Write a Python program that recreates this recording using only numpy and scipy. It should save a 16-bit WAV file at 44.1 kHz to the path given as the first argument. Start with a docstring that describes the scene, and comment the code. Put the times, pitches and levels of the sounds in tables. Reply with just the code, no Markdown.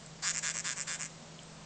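"""A small room, the microphone close to a catfish held in a net. The fish stridulates: four
out-and-back strokes of a fin spine. The spine's ridged base catches in its socket and slips, so each
stroke is a rasp of clicks that slow, swell and hurry off. Every click rings the bony girdle, then the
body and the spine's shaft. Table and walls echo it, over a few wet ticks, a low hum and hiss."""
import sys
import numpy as np
from scipy import signal
from scipy.fft import rfft, irfft
from scipy.io import wavfile
from scipy.ndimage import uniform_filter1d

SR = 44100
rng = np.random.default_rng(int(sys.argv[2]) if len(sys.argv) > 2 else 0)


def file_out(sig):
    """Save sig as 16-bit WAV at sys.argv[1]."""
    # one column per channel
    cols = np.atleast_2d(sig).T
    # limit, then scale
    lim = np.clip(cols, -1, 1)
    pcm = np.round(lim * 32767).astype(np.int16)
    wavfile.write(sys.argv[1], SR, pcm)


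N = 72765

# Strokes close to the microphone, out and back in turn: (start [s], length [s], ridges [count],
# longest / shortest gap [ratio], slowest place [0-1], loudest place [0-1], rise to it [dB],
# girdle trim [dB], body trim [dB], shaft trim [dB], girdle pitch [ratio])
SPINE_STROKES = [ (.2229, .0939, 24, 2.78, .82, 0.86, 13, 0, 1.5, 5.5, 1.014),
                 (.3351, 0.06, 11, 3.3, 0.58, 0.83, 8.5, 0, -5, -16, 0.99),
                 (.4268, .0905, 19, 2.9, .74, 0.75, 6, -2.5, 1, -3.5, 1.032),
                 (.5405, .0690, 12, 2.8, 0.55, 0.68, 5, -1.5, -7, -9, 1.0),
                 (.6422, 0.091, 19, 3.18, 0.74, 0.71, 8, -3.5, 1, 0.5, 1.02),
                 (.7605, .0730, 14, 2.2, .64, 0.7, 8.5, -3.5, -8.5, -10.5, 1.007),
                 (.8705, 0.091, 20, 2.2, 0.65, 0.65, 7.5, -5, -1.5, 0.5, 1.064),
                 (.9886, 0.077, 13, 2.38, .62, 0.48, 11, -3.5, -7.5, -13, 1.017)]
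def spine(click_samples=600):
    """Ridge after ridge slips: the harder the spine presses, the longer the gap and louder the click."""
    grip_db, grip_s = -5.5, 0.0036  # the ridges take a moment to bite
    body_lead = 0.14  # the body peaks this share of a stroke sooner
    rasp = np.zeros(N)
    for k, stroke in enumerate(SPINE_STROKES):
        start, length, ridges, slowing, slowest, peak, rise_db, *trims_db, pitch = stroke
        girdle_db, body_db, shaft_db = trims_db
        back = k % 2
        fall_db = 10 if back else 9
        chance = rng.standard_normal((ridges, 3))
        midpoints = (np.arange(ridges - 1) + .5) / (ridges - 1)
        gaps = slowing ** np.interp(midpoints, [0, slowest, 1], [0, 1, 0])
        gaps *= 1 + .015 * chance[1:, 0]
        places = np.r_[0, np.cumsum(gaps)] / gaps.sum()
        for place, (_, level_chance, rebound_chance) in zip(places, chance):
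            at = start + length * place
            i = int(at * SR) - click_samples // 10
            t = (i + np.arange(click_samples)) / SR - at
            girdle_gain = undb(girdle_db - 18 + swell(place, peak, rise_db, fall_db))
            body_gain = undb(body_db - 28 + swell(place, peak - body_lead, rise_db, fall_db))
            click = girdle_gain * girdle(t, back, pitch, rebound_chance)
            click += body_gain * body(t, back)
            click += undb(shaft_db - 33) * shaft(t, back, place)
            bite_db = grip_db * np.exp(-length * place / grip_s)
            rasp[i:i + click_samples] += click * undb(bite_db + .7 * level_chance)
    # so small a body gives off no bass
    return signal.sosfilt(signal.butter(2, 650, "high", fs=SR, output="sos"), rasp)


# Modes of the bony girdle: (base pitch [Hz], t60 [s], out level [dB], back level [dB])
GIRDLE_MODES = [(4670, 0.0037, -13.5, -29), (5690, 0.0061, -14, -13), (6920, 0.0035, -1.5, -5),
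                (7610, 0.0042, -8.5, -5)]
def girdle(t, back, pitch, rebound_chance):
    """The bone rings first and brightest; the spine knocks once more after each slip."""
    lead_s, attack_s = 0.000295, 0.00027
    rebound_s = 0.000536 * (1 + 0.16 * rebound_chance)
    slip = strike(t + lead_s, GIRDLE_MODES, back, pitch, attack_s)
    rebound = strike(t + lead_s - rebound_s, GIRDLE_MODES, back, pitch, attack_s)
    return slip + undb(-4) * rebound


# Modes of the body: (base pitch [Hz], t60 [s], out level [dB], back level [dB])
BODY_MODES = [(1270, 0.0037, -11, -7.5), (1654, 0.0099, -3, -4.5), (2160, 0.0059, -5, 1.5),
              (2626, 0.0048, -4.5, 3), (3610, 0.006, -2.5, -8)]
def body(t, back):
    """The body answers each slip with a lower, softer knock."""
    return strike(t, BODY_MODES, back, pitch=0.97)


# Modes of the spine's shaft: (base pitch [Hz], t60 [s], out level [dB], back level [dB])
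SHAFT_MODES = [(978, 0.0077, -8, 5.5), (4800, .013, -4, -12)]
def shaft(t, back, place, peak=0.17):
    """The shaft rings loudest early in a stroke, and its modes climb from click to click."""
    modes = sum(strike(t, [mode], back, pitch=1 + climb * (place - peak))
                for mode, climb in zip(SHAFT_MODES, (.9, 0.15)))
    return modes * undb(swell(place, peak, rise_db=4, fall_db=21))


def strike(t, modes, back, pitch, attack_s=0.000715):
    """One click rings a part of the fish, a little differently each time."""
    sound = np.zeros(len(t))
    for hz, t60, out_db, back_db in modes:
        db = (back_db if back else out_db) + rng.normal(0, 1.2)
        sound += undb(db) * ring(t, hz * pitch * rng.normal(1, .025), t60, attack_s)
    return sound


def swell(place, peak, rise_db, fall_db):
    """Arch of loudness along a stroke, in dB."""
    before = rise_db * (1 - place / peak) ** 2
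    after = fall_db * ((place - peak) / (1 - peak)) ** 2
    return -np.where(place < peak, before, after)


def ring(t, hz, t60, attack_s):
    """A damped mode that starts at t = 0 and builds up over the attack."""
    t = np.maximum(t, 0)
    rise = np.sin(np.pi / 2 * np.minimum(t / attack_s, 1)) ** 2
    return rise * undb(-60 * t / t60) * np.sin(2 * np.pi * hz * (t - attack_s))


# Wet ticks at the net: (time [s], pitch [Hz], t60 [s], level [dB])
WET_TICKS = [(.0620, 7820, 0.0055, -30), (1.3910, 3130, 0.0078, -32.5), (1.4324, 7700, .008, -38.5)]
def wet_ticks():
    """Tiny bubbles burst on the wet fish and net."""
    t = np.arange(N) / SR
    return sum(undb(db) * ring(t - at, hz, t60, attack_s=0.000718) for at, hz, t60, db in WET_TICKS)


# Echoes off the table and things on it: (delay [s], level [dB])
TABLE_ECHOES = [(.0017, -16), (.0029, -15)]
# Long, faint rings under the clicks: (pitch [Hz], relative level [dB])
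FAINT_RINGS = [(1595, -2), (1678, -1), (2014, -2), (2430, -5), (2780, -3), (3535, -5), (5297, 4),
               (5690, -1), (6040, -5), (6770, 0), (7030, -3), (7610, -3)]
def room(sound, ring_t60=.065):
    """The direct sound reaches the microphone with close echoes, faint rings and a tail off the walls."""
    t = np.arange(SR // 2) / SR
    response = np.zeros(len(t))
    response[0] = 1
    for delay, db in TABLE_ECHOES:
        response += undb(db) * np.sinc((t - delay) * SR)
    for hz, db in FAINT_RINGS:
        response += undb(db - 50 - 60 * t / ring_t60) * np.cos(2 * np.pi * hz * t)
    onset = np.minimum(t / .001, 1) ** 2
    for db, t60 in ((-10, .045), (-12, 0.39)):  # quick scatter, then the walls
        tail = rng.standard_normal(len(t)) * undb(-60 * t / t60) * onset
        response += undb(db) * tail / np.linalg.norm(tail)
    return signal.fftconvolve(sound, response)[:N]


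# Hum and thin whine behind the fish: (pitch [Hz], rms level [dB], flutter [dB])
HUM_TONES = [(160.9, -55.5, 1), (138.1, -64.5, 1.5), (209.3, -68, -1.5), (579.7, -69.5, 8.5),
             (8300, -70, 4.5), (7140, -76, -3)]
def hum():
    """Tones waver in phase and level, as of a small motor."""
    t = np.arange(N) / SR
    tones = np.zeros(N)
    for hz, db, flutter_db in HUM_TONES:
        tone = np.sin(2 * np.pi * hz * t + 1.2 * drift(5))
        tones += level(tone * undb(flutter_db * drift(11.38)), db)
    return tones


# Spectra of the room tone: (frequency [Hz], relative density [dB])
RUMBLE_SPECTRUM = [(20, 2.5), (65, 1.5), (100, -0.5), (170, 6), (240, 7), (330, -17), (600, -34)]
HISS_SPECTRUM = [(150, -42), (250, -9), (373, -5.5), (432, -7.5), (564, -4), (684, -6.5), (782, -7),
                 (1960, -13.5), (7530, -14), (8600, -21), (11200, -65), (18900, -120)]
def room_tone():
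    """Low rumble and even hiss fill the room."""
    return level(noise(RUMBLE_SPECTRUM), -59.5) + level(top_cut(noise(HISS_SPECTRUM)), -53.5)


def noise(spectrum):
    """Noise shaped by (Hz, dB) points."""
    hz, db = np.array(spectrum).T
    f = np.maximum(np.fft.rfftfreq(N, 1 / SR), 1)
    gain = undb(np.interp(np.log(f), np.log(hz), db))
    return irfft(rfft(rng.standard_normal(N)) * gain, N)


def drift(rate_hz):
    """A slow random wander with an rms of 1."""
    hold = int(SR / rate_hz)
    steps = np.repeat(rng.standard_normal(N // hold + 1), hold)
    return level(uniform_filter1d(uniform_filter1d(steps, hold), hold)[:N], 0)


def top_cut(x, cutoff_hz=9050):
    """Steep low-pass at the top of the band."""
    return signal.fftconvolve(x, signal.firwin(301, cutoff_hz, window=("kaiser", 8), fs=SR), "same")


def undb(db):
    """Decibels to gain."""
    return 10 ** (db / 20)


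def level(x, db):
    """Scale to an rms level."""
    return x * undb(db) / np.sqrt(np.mean(x ** 2))


def scene():
    """The fish close up, the room behind it, in mono."""
    return (room(spine() + wet_ticks()) + hum() + room_tone())[None]


def record(dry, rolloff_hz=8422):
    """The microphone's treble rolls off and is then cut."""
    f = np.fft.rfftfreq(N, 1 / SR)
    soft = irfft(rfft(dry[0]) / (1 + (f / rolloff_hz) ** 36), N)
    return top_cut(soft)[None]


dry = scene()
out = record(dry)
file_out(out)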